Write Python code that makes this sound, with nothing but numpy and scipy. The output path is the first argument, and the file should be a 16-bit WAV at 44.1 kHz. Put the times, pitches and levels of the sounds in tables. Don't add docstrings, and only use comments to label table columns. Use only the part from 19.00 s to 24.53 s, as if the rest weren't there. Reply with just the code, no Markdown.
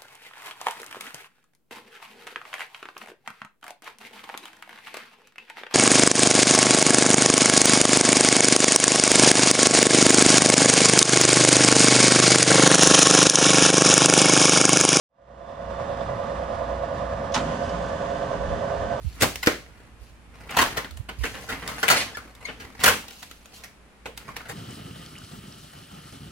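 import sys
import numpy as np
from scipy import signal
from scipy.fft import rfft, irfft
from scipy.io import wavfile
from scipy.ndimage import uniform_filter1d

SR = 44100
rng = np.random.default_rng(int(sys.argv[2]) if len(sys.argv) > 2 else 0)


def master(y):
    cut = np.clip(np.atleast_2d(y).T, -1, 1)
    pcm = np.round(cut * 32767)
    wavfile.write(sys.argv[1], SR, pcm.astype(np.int16))


N = 243873
TIME = np.arange(N) / SR
GRID_HZ = np.maximum(np.fft.rfftfreq(4096, 1 / SR), 1)
CUTOFF_HZ = 16000


def from_db(db):
    return 10 ** (np.asarray(db) / 20)


def rms_one(x):
    return x / np.sqrt(np.mean(x ** 2) + 1e-20)


def at_hz(points, hz):
    table = np.array(points)
    return np.interp(np.log(hz), np.log(table[:, 0]), table[:, 1])


def gain_curve(rows):
    s, db = np.transpose(rows)
    return uniform_filter1d(from_db(np.interp(TIME, s, db, left=-120, right=-120)), size=400)


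def add(track, s, sound):
    i = max(round(s * SR), 0)
    track[..., i:i + sound.shape[-1]] += sound[..., :N - i]


def coloured(x, db):
    cepstrum = irfft(np.log(from_db(db)))
    half = len(cepstrum) // 2
    cepstrum[1:half] *= 2
    cepstrum[half + 1:] = 0
    response = irfft(np.exp(rfft(cepstrum)))
    return signal.fftconvolve(x, response)[:len(x)]


def band(x, low_hz, high_hz, order=2):
    edges = [low_hz, min(high_hz, .49 * SR)]
    return signal.sosfilt(signal.butter(order, edges, "band", fs=SR, output="sos"), x)


def diffuse(count, apart_hz=850, bass_likeness=0.86):
    mid, side = rfft(rng.standard_normal((2, count)))
    alike = min(bass_likeness, 1) / (1 + (np.fft.rfftfreq(count, 1 / SR) / apart_hz) ** 2)
    pair = np.sqrt(1 + alike) * mid + np.sqrt(1 - alike) * side * [[1], [-1]]
    return irfft(pair / np.sqrt(2), count)


# f/Hz, relative level/dB per Hz
AIR_SPECTRUM = [(20, -0.5), (35, -33), (58, -4), (100, -27.5), (200, -15), (400, -23), (1000, -25.5),
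                (2500, -29), (3500, -35.5), (6000, -41.5), (10000, -41), (16000, -61)]
# t/s, level/dB
RUMBLE_LEVEL = [(0.0, -41.5), (0.18, -42.5), (0.77, -51), (2.09, -46.5), (4.96, -62), (5.16, -53),
                (5.53, -58)]
AIR_DB, HUM_HZ, HUM_DB = -50, 56.6, 1


def background(waver=0.083, handling_db=-2.5, left_db=-15.0):
    air = rms_one(np.array([coloured(side, at_hz(AIR_SPECTRUM, GRID_HZ)) for side in diffuse(N)]))
    swell = 1 + waver * np.interp(TIME, np.linspace(0, TIME[-1], 30), rng.standard_normal(30))
    hum = from_db(HUM_DB) * swell * np.sin(2 * np.pi * HUM_HZ * TIME)
    rumble = rms_one(band(rng.standard_normal(N), 60, 144))
    handling = from_db(handling_db) * rumble * from_db([[left_db], [0]])
    return from_db(AIR_DB) * air + gain_curve(RUMBLE_LEVEL) * (hum + handling)


# f/Hz, t60/s
WORKSHOP_DECAY = [(100, 0.25), (300, 0.31), (1000, 0.2), (3000, 0.35), (7000, 0.36), (15000, 0.32)]


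def workshop(x, tail_db=-6.0, tail_rise_s=0.0024):
    out, washes = x.copy(), [diffuse(N), diffuse(N)]
    edges = np.geomspace(80, 18000, 17)
    build = np.exp(-1 / (tail_rise_s * SR))
    for k, (low, high) in enumerate(zip(edges, edges[1:])):
        t60 = at_hz(WORKSHOP_DECAY, np.sqrt(low * high))
        keep = from_db(-60 / (t60 * SR)) ** 2
        power = band(x[k % 2], low, high) ** 2
        gain, feedback = [(1 - keep) * (1 - build)], np.convolve([1, -keep], [1, -build])
        stored = signal.lfilter(gain, feedback, power + 1e-18)
        wash = rms_one(band(washes[k % 2], low, high))
        out += from_db(tail_db) * np.sqrt(np.abs(stored)) * wash
    return out


# centre t/s, peak level/dB before the microphone gains, f/Hz, length/s
CAMERA_BUMPS = [(0.05, -19.5, 109, 0.015), (0.071, -16.5, 73, 0.056), (1.022, -33.5, 60, 0.039),
                (1.948, -33, 76.4, 0.19), (2.004, -19.5, 89, 0.023), (2.197, -22, 86, 0.024),
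                (2.218, -18, 61.3, 0.088)]


def bumps(left_db=-42.0, right_db=0.5):
    out = np.zeros(N)
    for s, db, hz, length in CAMERA_BUMPS:
        t = TIME[:int(length * SR)] - length / 2
        rocking = np.hanning(len(t)) * np.cos(2 * np.pi * hz * t)
        add(out, s - length / 2, -from_db(db) * rocking)
    return out * from_db([[left_db], [right_db]])


def nearby(x, near_db=1.5, near_t60=0.03):
    t = TIME[:SR // 16]
    reflections = rms_one(diffuse(len(t)) * from_db(-60 * t / near_t60))
    response = from_db(near_db) * reflections / np.sqrt(len(t))
    response[[0, 1], rng.integers(0, 8, 2)] += 1
    heard = signal.fftconvolve(x[None], response, axes=1)[:, :len(x)]
    return np.std(x) * rms_one(heard)


# t/s, length/s, f/Hz, level of the fundamental/dB, fall per overtone/dB
SQUEAKS = [(0.428, 0.0085, 2010, -20, 18), (2.79, 0.022, 10830, -36, 24), (2.934, .1, 10330, -30.5, 23),
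           (3.142, 0.022, 1740, -30, 5), (3.4486, 0.015, 2168, -25.5, 5.5), (3.425, 0.11, 2204, -41, 19)]


def squeaks(waver=0.017):
    out = np.zeros(N)
    for s, length, hz, db, fall_db in SQUEAKS:
        n = int(length * SR)
        pitch = hz * (1 + waver * rms_one(uniform_filter1d(rng.standard_normal(n), size=60)))
        phase = 2 * np.pi * np.cumsum(pitch) / SR
        tone = sum(from_db(db - fall_db * k) * np.sin((k + 1) * phase)
                   for k in range(5) if (k + 1) * hz < CUTOFF_HZ)
        add(out, s, tone * np.hanning(n))
    return out


def peak_db(hz, width_hz, lift_db):
    return lift_db / (1 + (2 * (GRID_HZ - hz) / width_hz) ** 2)


# f/Hz, width/Hz, lift/dB
SHELL_RESONANCES = [(260, 92, 8), (462, 72, 9), (761, 104, 5), (1064, 22, 8), (1440, 340, 3.5),
                    (2000, 230, 4.5), (2820, 450, 2), (3440, 120, -2.5), (4390, 530, 3)]


def shell_db(spectrum):
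    return at_hz(spectrum, GRID_HZ) + sum(peak_db(*mode) for mode in SHELL_RESONANCES)


def micro_contacts(count, per_s, spread_db):
    sizes = from_db(spread_db * np.clip(rng.standard_normal(count), -2, 2))
    impacts = sizes * rng.choice([-1, 1], count)
    return rms_one(impacts * (rng.random(count) < per_s / SR))


def scrape(spectrum, per_s, spread_db, judder_db):
    judder = rms_one(band(rng.standard_normal(N), 10, 60))
    slips = micro_contacts(N, per_s, spread_db) * from_db(judder_db * judder)
    return rms_one(coloured(slips, shell_db(spectrum)))


def swells(rows, attack_s, release_s):
    gain = 0
    for s, length, db in rows:
        before, after = np.maximum(s - TIME, 0), np.maximum(TIME - s - length, 0)
        gain = gain + from_db(db) * np.exp(-before / attack_s - after / release_s)
    return gain


def sliding(x, step_s=.03):
    out, step = np.zeros((2, N)), int(step_s * SR)
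    for i in range(0, N, step):
        piece = x[i:i + 2 * step]
        piece = piece * np.sin(np.linspace(0, np.pi, len(piece)))
        add(out, i / SR, nearby(np.pad(piece, (0, step))))
    return out


# start t/s, length/s, level/dB before the layer trim
RUB_STROKES = [(0.2, 0.068, -34), (0.55, .3, -49.5), (1.36, 0.3, -43), (1.54, 0.23, -32.5),
               (2.22, 0.22, -40), (2.5, 0.57, -36.5), (3.05, 0.24, -43), (3.42, 0.095, -41.5),
               (3.61, 0.058, -40.5), (3.82, 0.11, -29), (4.02, 0.13, -51), (4.54, 0.1, -48),
               (5.22, 0.36, -42)]
# f/Hz, relative level/dB per Hz
RUB_COLOUR = [(100, 5), (400, -5.5), (1000, -3.5), (2200, -4.5), (3200, -12.5), (5000, -12.5),
              (8000, -19.5), (10500, -17), (16000, -29)]
# start t/s, length/s, level/dB before the trim
FAST_RUN = [(2.935, 0.086, -25.5)]
# f/Hz, relative level/dB per Hz
RASP_COLOUR = [(100, -11), (400, -9), (800, -7), (1500, -6.5), (2400, 0), (3300, -9.5), (4600, -6.5),
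               (7500, -14), (10400, -18), (16000, -55)]
# start t/s, length/s, level/dB before the layer trim
BRUSH_TOUCHES = [(0.0, .17, -51), (.19, 0.13, -57), (0.437, .028, -38), (1.01, 0.07, -56.5),
                 (2.19, 0.092, -47.5), (2.26, 0.26, -46), (2.69, 0.23, -42), (4.1, 0.14, -46.5),
                 (4.3, 0.2, -58.5), (4.54, 0.047, -45)]
# f/Hz, relative level/dB per Hz
BRUSH_COLOUR = [(1000, -54), (2500, 2), (3600, -2), (6500, -2), (8500, -8), (11000, -4), (16000, -17.5)]
STROKE_ATTACK_S, STROKE_RELEASE_S = 0.03, 0.05
RUN_ATTACK_S, RUN_RELEASE_S = 0.043, 0.011
BRUSH_ATTACK_S, BRUSH_RELEASE_S = .015, 0.045


def rails(stroke_db=-7.0, run_db=0.0, brush_db=-4.5):
    slow = scrape(RUB_COLOUR, per_s=1500, spread_db=4.5, judder_db=2.5)
    slow *= from_db(stroke_db) * swells(RUB_STROKES, STROKE_ATTACK_S, STROKE_RELEASE_S)
    fast = scrape(RASP_COLOUR, per_s=6100, spread_db=3.0, judder_db=-1.7)
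    fast *= from_db(run_db) * swells(FAST_RUN, RUN_ATTACK_S, RUN_RELEASE_S)
    light = scrape(BRUSH_COLOUR, per_s=8900, spread_db=11.0, judder_db=0.0)
    light *= from_db(brush_db) * swells(BRUSH_TOUCHES, BRUSH_ATTACK_S, BRUSH_RELEASE_S)
    return sliding(slow + fast + light)


# t/s, level/dB
LID_LANDINGS = [(0.4724, -17)]
# f/Hz, level re the landing/dB, t60/s
LID_MODES = [(244, -14, 0.065), (310, 9.5, 0.04), (345, -17, 0.2), (463, -9, 0.06), (744, -9, 0.085),
             (980, -10, 0.07), (1390, -15, 0.12)]


def lid():
    t, out = TIME[:SR // 2], np.zeros(N)
    thump = sum(from_db(db - 60 * t / t60) * np.sin(2 * np.pi * hz * t) for hz, db, t60 in LID_MODES)
    for s, db in LID_LANDINGS:
        add(out, s, from_db(db) * thump)
    return out


# t/s, part, middle level/dB, treble re middle/dB (hardness), middle t60/s
PART_KNOCKS = [(0.207, "flap", -27.5, 1.5, .15), (0.221, "flap", -18.5, 1.5, 0.075),
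               (0.2322, "flap", -23, -1.5, 0.076), (0.4298, "catch", -31, -0.5, 0.032),
               (0.461, "lid", -33.5, 5, .07), (0.4706, "lid", -15.5, -7, 0.031),
               (1.49, "tray", -36.5, -16, .14), (1.511, "tray", -35.5, -13, 0.38),
               (1.567, "tray", -18, -7.5, 0.15), (1.584, "tray", -16, -6.5, 0.18),
               (1.614, "tray", -18, -5, 0.1284), (1.7692, "rail", -25, -5, 0.089),
               (1.8446, "rail", -36, -12, 0.045), (2.088, "rail", -32.5, -12, .1),
               (2.2359, "rail", -27, -8.5, 0.084), (2.249, "catch", -30, -6, 0.1),
               (2.341, "rail", -38, -11, 0.28), (2.4886, "stop", -30, -6, 0.2),
               (2.513, "rail", -32, -9, 0.23), (2.62, "tray", -36.5, -14, 0.18),
               (2.678, "tray", -32.5, -7, 0.24), (2.781, "stop", -37, -17, 0.045),
               (2.829, "stop", -19, -9.5, 0.08), (2.8812, "catch", -17.5, -3, 0.047),
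               (2.901, "stop", -13, -3, 0.14), (3.1704, "stop", -34, -9.5, 0.018),
               (3.485, "rail", -35, -27, 0.1), (3.6001, "rail", -40.5, -4.5, 0.14),
               (3.8, "catch", -34, -5.5, 0.17), (3.837, "stop", -15.5, .5, 0.13),
               (3.857, "catch", -15.5, -1, 0.2), (3.876, "stop", -16, -4, .1),
               (4.636, "catch", -42, 0.5, .11), (5.0568, "case", -34.5, -7.5, 0.081),
               (5.279, "case", -38.5, -11, 0.11), (5.3645, "catch", -34.5, -3.5, 0.044),
               (5.4046, "stop", -42.5, -18, 0.014), (5.454, "stop", -43, -17, 0.094),
               (5.487, "case", -35, -4.5, 0.2)]
STRUCK_PARTS = {"flap": (1010, -1.1), "lid": (1440, -4.5), "tray": (1016, -10), "rail": (1730, -5),
                "catch": (2670, -13.5), "stop": (1420, -10.5), "case": (1090, -2.3)}
# t/s, level/dB before the offsets below
LATCH_TICKS = [(0.3572, -28.5), (1.509, -36.5), (1.909, -42.5), (1.9718, -40), (2.6758, -28), (3.3504, -47),
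               (4.0815, -37), (4.1081, -40), (4.2284, -34), (4.3122, -38), (4.4563, -44.5), (5.1755, -33)]
TICK_HZ, TICK_T60_S, TICK_MIDDLE_DB, TICK_BASS_DB, TICK_TREBLE_DB = 3720, 0.017, -9, -9.5, 3


def contacts():
    heavy = [(s, db, treble, t60, *STRUCK_PARTS[part]) for s, part, db, treble, t60 in PART_KNOCKS]
    light = [(s, db + TICK_MIDDLE_DB, TICK_TREBLE_DB, TICK_T60_S, TICK_HZ, TICK_BASS_DB)
             for s, db in LATCH_TICKS]
    return heavy + light


# f/Hz, relative level/dB per Hz
STRUCK_COLOUR = [(60, -2.5), (130, -9.5), (280, -13), (500, -9), (1000, -3), (1700, -2.5), (2600, -4),
                 (4000, -10), (7000, -13), (10000, -15.5), (15500, -20)]
SCUFF_S, SCUFF_DB = .010, -21.5
RISE_SHARE = .018


def knocks(bass_db=-0.5, middle_db=-1.0, treble_db=-1.5, bass_ring=1.13, treble_ring=0.8,
           part_db=6.0, part_width=0.17):
    t, out, shell = TIME[:SR // 4], np.zeros((2, N)), shell_db(STRUCK_COLOUR)
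    zones = [(70, 600, bass_ring), (600, 3500, 1), (3500, 18000, treble_ring)]   # low/Hz, high/Hz, t60 factor
    since = np.maximum(t - SCUFF_S, 0)
    scuff = from_db(SCUFF_DB) * np.minimum(t / SCUFF_S, 1)
    for s, db, treble, t60, hz, bass in contacts():
        rise = RISE_SHARE * t60
        onset = scuff + 1 - np.exp(-since / max(rise, 1e-4))
        force = micro_contacts(len(t), per_s=5000, spread_db=9.0) * onset
        colour = shell + peak_db(hz, part_width * hz, part_db)
        levels = [bass + bass_db, middle_db, treble + treble_db]
        for (low, high, ring), level in zip(zones, levels):
            dying = force * from_db(-60 * since / (max(t60, .01) * ring))
            sound = band(coloured(dying, colour), low, high, order=3)
            early = np.std(sound[since > 0][:SR // 50])
            add(out, s - SCUFF_S - rise / 2, from_db(db + level) * nearby(sound / early))
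    return out


def scene(lid_room_db=-5.0):
    thump, share = lid(), min(from_db(lid_room_db), 1)
    printer = workshop(knocks() + share * thump + rails() + nearby(squeaks()))
    return printer + (1 - share) * thump + bumps() + background()


TOP = 1.8


def record(dry):
    thinned = signal.sosfilt(signal.butter(2, 32, "high", fs=SR, output="sos"), dry)
    rounded = TOP * np.tanh(thinned / TOP)
    return signal.sosfilt(signal.ellip(10, .1, 80, CUTOFF_HZ, fs=SR, output="sos"), rounded)


dry = scene()
out = record(dry)
master(out)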